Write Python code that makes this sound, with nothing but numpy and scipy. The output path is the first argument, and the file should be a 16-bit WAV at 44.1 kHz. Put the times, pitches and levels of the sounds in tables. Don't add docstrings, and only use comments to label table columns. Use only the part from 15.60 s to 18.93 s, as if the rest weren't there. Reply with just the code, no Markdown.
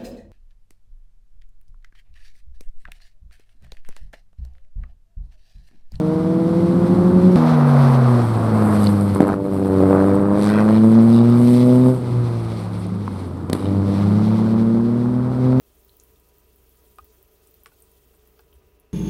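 import sys
import numpy as np
from scipy import signal
from scipy.fft import rfft, irfft
from scipy.io import wavfile

SR = 44100
rng = np.random.default_rng(int(sys.argv[2]) if len(sys.argv) > 2 else 0)


def master_out(mix):
    frames = np.transpose(np.atleast_2d(mix))
    ceiling = np.clip(frames, -1, 1)
    pcm = np.round(ceiling * 32767).astype(np.int16)
    wavfile.write(sys.argv[1], SR, pcm)


def boost(x):
    u = np.asarray(x, float) / 20
    return 10 ** u


N = 146853


def rms_one(x):
    return x / np.sqrt(np.mean(x ** 2) + 1e-20)


def drift(rate):
    pole = np.exp(-80 * np.pi * rate / SR)
    slow = signal.lfilter([1], [1, -2 * pole, pole * pole], rng.standard_normal(N // 40 + 2002))[2000:]
    return np.interp(np.arange(N) / 40, np.arange(len(slow)), rms_one(slow - slow.mean()))


def ring(clicks, hz, t60):
    r, w = boost(-60 / (t60 * SR)), 2 * np.pi * hz / SR
    return signal.lfilter([0, np.sin(w)], [1, -2 * r * np.cos(w), r * r], clicks + 1e-18)


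def coloured(spectrum, patchy_db, shared_db):
    hz = np.arange(N // 2 + 1) * SR / N + 1e-3
    at, db = np.transpose(spectrum)
    noise = rfft(rng.standard_normal(N)) * boost(np.interp(np.log(hz), np.log(at), db, -200, -200))
    place = 2 * np.log2(hz / at[0])
    out = 0
    for k in range(int(2 * np.log2(at[-1] / at[0])) + 2):
        strip = np.cos(np.pi / 2 * np.clip(place - k, -1, 1)) ** 2
        out = out + boost(patchy_db * drift(22)) * irfft(noise * strip, N)
    return rms_one(out * boost(shared_db * drift(22)))


def add(track, s, x):
    i = int(s * SR)
    track[i:i + len(x)] += x[:len(track) - i]


# (frequency [Hz], density [dB per Hz])
ROOM_RUMBLE = [(24, -15), (30, -5.5), (60, -3), (86, -3.5), (100, -10.5), (125, -8.5), (330, -13),
               (430, -62)]
# (frequency [Hz], density [dB per Hz])
FAN_AIR = [(190, -52), (330, -13), (424, -1.5), (532, -18), (583, -6), (918, -18.5), (950, -16.5),
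           (1030, -14.5), (5000, -28), (6500, -27), (11000, -120)]
# (frequency [Hz], width [Hz], level [dB rms])
TANK_RESONANCES = [(387.3, 48.5, -71), (432, 39, -68), (466.3, 53, -79), (571.3, 52, -82), (1251, 45, -83),
                   (776, 48, -85), (2660, 590, -80), (123.3, 19, -79), (302.5, 16, -79)]
# (frequency [Hz], level [dB rms], waver [dB])
MOTOR_TONES = [(60.4, -64, 3), (34.5, -70.5, 0.5), (82.7, -75, 4), (973.5, -80.5, 4), (1944, -90, 5),
               (2670, -89.5, 7), (218, -86.5, 0.5)]


def fan():
    out = boost(-67.5) * coloured(ROOM_RUMBLE, 0, 0) + boost(-69) * coloured(FAN_AIR, 0.51, 0.89)
    for hz, width_hz, db in TANK_RESONANCES:
        t60 = 1.8 / width_hz
        stirred = ring(ring(rng.standard_normal(N), hz, t60), hz, t60)
        out += boost(db) * rms_one(stirred)
    for hz, db, waver_db in MOTOR_TONES:
        level = np.sqrt(2) * boost(db + waver_db * np.tanh(drift(4)))
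        speed = 1 + .002 * drift(3.74)
        out += level * np.sin(2 * np.pi * np.cumsum(hz * speed) / SR)
    return out


# (time [s], hiss level [dB])
FOUNTAIN = [
    (0.0, -64),
    (0.33, -61),
    (0.62, -64),
    (1.32, -61.5),
    (1.68, -63),
    (2.22, -62),
    (2.87, -66),
    (3.0, -68),
    (3.33, -74),
]


def vigour():
    return np.interp(np.arange(N) / SR, *np.transpose(FOUNTAIN))


# (frequency [Hz], density [dB per Hz])
HISS_COLOUR = [(3000, -5.5), (4020, -9.5), (8200, -8), (9700, -5), (10400, -9), (11500, -4.5),
               (15000, -1.5), (16500, 2)]


def hiss(mist_db):
    return boost(mist_db - 2.0) * coloured(HISS_COLOUR, 1.7, 1.0)


def spray(mist_db):
    per_s, level_db, spread_db, follows = 180, 2.5, 4.5, 1.6
    sizes = boost(spread_db * np.minimum(rng.exponential(1, N), 2.8)) * rng.choice([-1, 1], N)
    density_db = 5 * drift(8) + follows * (mist_db - mist_db.mean())
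    born = rng.random(N) < per_s * boost(density_db) / SR
    dealt = rng.integers(0, 12, N)
    rings = np.zeros(N)
    for k, hz in enumerate(np.geomspace(11800, 15600, 12)):
        soft_clicks = ring(sizes * born * (dealt == k), hz, 8 / hz) * hz / SR
        rings += ring(soft_clicks, hz, 18 / hz)
    return boost(mist_db + level_db) * rings


# (time [s], peak level
# [dB], pitch [Hz], snap [dB])
BURSTS = [(0.2473, -43, 15000, 9), (0.293, -46.5, 4220, -15), (0.3673, -36, 15000, 7),
          (0.398, -39, 6930, 4.5), (0.426, -52, 10600, 11), (0.4354, -38.5, 12560, 4),
          (0.4858, -47, 14600, 1), (0.5975, -46.5, 11700, 8), (0.6868, -48, 11800, 5),
          (0.7826, -42, 15100, 4), (0.959, -37, 14100, 1), (1.0924, -40.5, 12100, -3),
          (1.3578, -44.5, 11300, 4), (1.4094, -44, 15700, -6), (1.444, -34.5, 15500, -2),
          (1.5484, -48.5, 12200, 9), (1.6267, -34.5, 14100, 1), (1.8716, -44, 8800, 5),
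          (1.9106, -40, 15300, -3), (1.9415, -36.5, 14300, -1), (2.034, -35, 13900, -3),
          (2.0677, -39, 9050, -14), (2.2024, -43, 13900, 7), (2.221, -39, 9000, 2),
          (2.3156, -45, 10000, 7.5), (2.5476, -48.5, 9700, 2), (2.6738, -41, 13800, -3),
          (2.9317, -43.5, 13600, 8),
          (.2926, -54.5, 3300, -10), (.398, -55, 4200, -12), (0.4, -47, 7500, -6),
               (0.401, -48, 6200, -2), (.558, -54.5, 3730, -2), (1.172, -54, 7200, -8),
               (1.3838, -49.5, 8900, 10), (1.9392, -55, 4750, -10), (2.0465, -42, 12200, -6),
               (2.080, -49, 13500, 2), (2.224, -44.5, 9400, 7), (2.2515, -51, 11500, 2),
               (2.428, -57, 6150, -10), (2.5735, -48, 14200, 4), (2.593, -59, 3720, 0),
               (2.7911, -51, 14500, 4), (2.799, -50, 14500, 6), (2.806, -47, 14000, 3),
               (2.806, -57, 8500, 3), (2.9148, -47, 13900, 3), (2.927, -49, 3230, -7),
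               (2.9404, -59, 10100, 19), (3.251, -59, 11600, 4)]
# (time [s], peak level [dB], pitch [Hz], snap
# [dB])
MORE_BURSTS = [
    (2.0352, -48, 9300, 8),
    (2.0583, -44, 11300, 6),
    (2.0584, -44, 14000, 0),
    (2.059, -44, 8000, -8),
    (3.1979, -42, 11300, 3),
    (3.198, -48, 15000, 0),
]


def drops():
    ring_cycles, pitch_rise, lag_s, snap_s = 20, .1, .0011, .0005
    events = BURSTS + MORE_BURSTS
    out, t = np.zeros(N), np.arange(900) / SR
    snaps = np.diff(rng.standard_normal((len(events), 901))) * np.exp(-t / snap_s)
    for (s, db, hz, snap_db), snap in zip(events, snaps):
        cycles = hz * t
        pitch = 1 - pitch_rise * np.exp(-4 * cycles / ring_cycles)
        envelope = boost(-30 * cycles / ring_cycles) * np.minimum(cycles / 2, 1)
        tone = np.sin(2 * np.pi * np.cumsum(hz * pitch) / SR) * envelope
        band = signal.butter(4, [.9 * hz, min(1.6 * hz, 18000)], "band", fs=SR, output="sos")
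        snap = signal.sosfilt(band, snap)
        add(out, s + lag_s, boost(db) * (tone + boost(snap_db) * .5 * snap / np.abs(snap).max()))
    return out


# (start [s], peak level [dB], frequency [Hz], length [s])
DESK_BUMPS = [
    (1.385, -52, 68, .08),
    (2.914, -46.5, 63, .097),
    (3.028, -53, 62, .065),
    (3.112, -57, 55, .07),
]


def bumps():
    out = np.zeros(N)
    for s, db, hz, length in DESK_BUMPS:
        t = np.arange(int(length * SR)) / SR
        add(out, s, boost(db) * np.sin(np.pi * t / length) ** 2 * np.cos(2 * np.pi * hz * t))
    return out


# (time [s], peak level [dB], crack [Hz], shell ring [dB], high tick [dB])
KNOB_TAPS = [(1.3853, -44, 3000, -4, -16), (2.0597, -34.5, 2000, -6, -8), (2.0594, -44, 5600, -20, -8),
             (2.1188, -53, 800, -6, -14), (2.1222, -52, 700, -10, -20), (2.5395, -58, 1500, -4, -4),
             (2.7921, -46, 4600, -16, -5), (2.7929, -47, 1100, -5, -20), (2.7952, -48, 800, -12, -20),
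             (2.837, -61, 1800, -8, -6), (2.9298, -57, 900, -8, -20)]
# (frequency [Hz], level [dB], t60 [s])
SHELL_MODES = [(690, -2.5, 0.01), (810, -1.5, 0.015), (1003, -4, 0.018), (1106, 1, 0.033),
               (1437, 5.5, 0.015), (1626, -2, 0.029), (2026, -1.5, 0.0067), (2347, -16, 0.11),
               (2650, 3, 0.0067), (3300, -7.5, 0.021), (3510, -6, 0.014), (4200, -6.5, 0.015),
               (4750, -2.5, 0.011), (5780, 5.5, 0.0022)]


def hand():
    crack_cycles, tick_s = 6, .0002
    out, t = np.zeros(N), np.arange(600) / SR
    s, db, crack_hz, ring_db, tick_db = np.transpose(KNOB_TAPS)
    chance_db = rng.normal(0, 1.5, (len(s), len(SHELL_MODES)))
    for k, (hz, level_db, t60) in enumerate(SHELL_MODES):
        clicks = np.zeros(N)
        strength = boost(db + ring_db + level_db - 6 + chance_db[:, k])
        clicks[(s * SR).astype(int)] = strength * (-1) ** k
        out += ring(clicks, hz, t60)
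    ticks = np.diff(rng.standard_normal((len(s), 601))) * np.exp(-t / tick_s)
    for at, level_db, hz, high_db, tick in zip(s, db, crack_hz, tick_db, ticks):
        crack = np.sin(2 * np.pi * hz * t) * boost(-60 * hz * t / crack_cycles + 2)
        add(out, at, boost(level_db) * (crack + boost(high_db) * tick / np.abs(tick).max()))
    return out


# (time [s], peak level [dB], start [Hz], end [Hz], hold [s])
BUBBLE = (1.3856, -38.5, 1185, 1245, .0102)


def gulp():
    attack_s, release_s, under_t60_s = .0007, .0024, .045
    out, t = np.zeros(N), np.arange(2000) / SR
    s, db, from_hz, to_hz, hold = BUBBLE
    phase = 2 * np.pi * np.cumsum(from_hz + (to_hz - from_hz) * np.minimum(t / hold, 1.3)) / SR
    glide = np.sin(phase) + boost(-22) * np.sin(2 * phase)
    glide *= np.exp(-np.maximum(t - hold, 0) / release_s)
    dying_db = -60 * t / under_t60_s
    water = boost(-2.5 + dying_db) * np.sin(2 * np.pi * 1080 * t)
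    wall = boost(-6 + dying_db) * np.sin(2 * np.pi * 790 * t)
    add(out, s, boost(db) * np.minimum(t / attack_s, 1) * (glide + water + wall))
    return out


def room(x):
    t60_s, level_db, gap_s = .11, -7, .003
    t = np.arange(SR // 4) / SR
    tail = rng.standard_normal(len(t)) * boost(-60 * t / t60_s) * np.clip(t / gap_s - .5, 0, 1)
    return x + boost(level_db) * signal.fftconvolve(x, tail / np.sqrt(np.sum(tail ** 2)))[:N]


def scene():
    mist_db = vigour()
    high_pass = signal.butter(2, 500, "high", fs=SR, output="sos")
    near = signal.sosfilt(high_pass, spray(mist_db) + drops() + hand())
    gulp_dry = .75
    bubble = gulp_dry * gulp() + (1 - gulp_dry) * room(gulp())
    return (fan() + hiss(mist_db) + bumps() + room(near) + bubble)[None]


def band_limit(x):
    return signal.sosfilt(signal.butter(12, 16810, fs=SR, output="sos"), x)


def record(dry):
    dry = signal.sosfilt(signal.butter(4, 26, "high", fs=SR, output="sos"), dry)
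    dry = signal.sosfilt(signal.cheby2(22, 36, 15915, fs=SR, output="sos"), dry)
    return band_limit(dry)


dry = scene()
out = record(dry)
master_out(out)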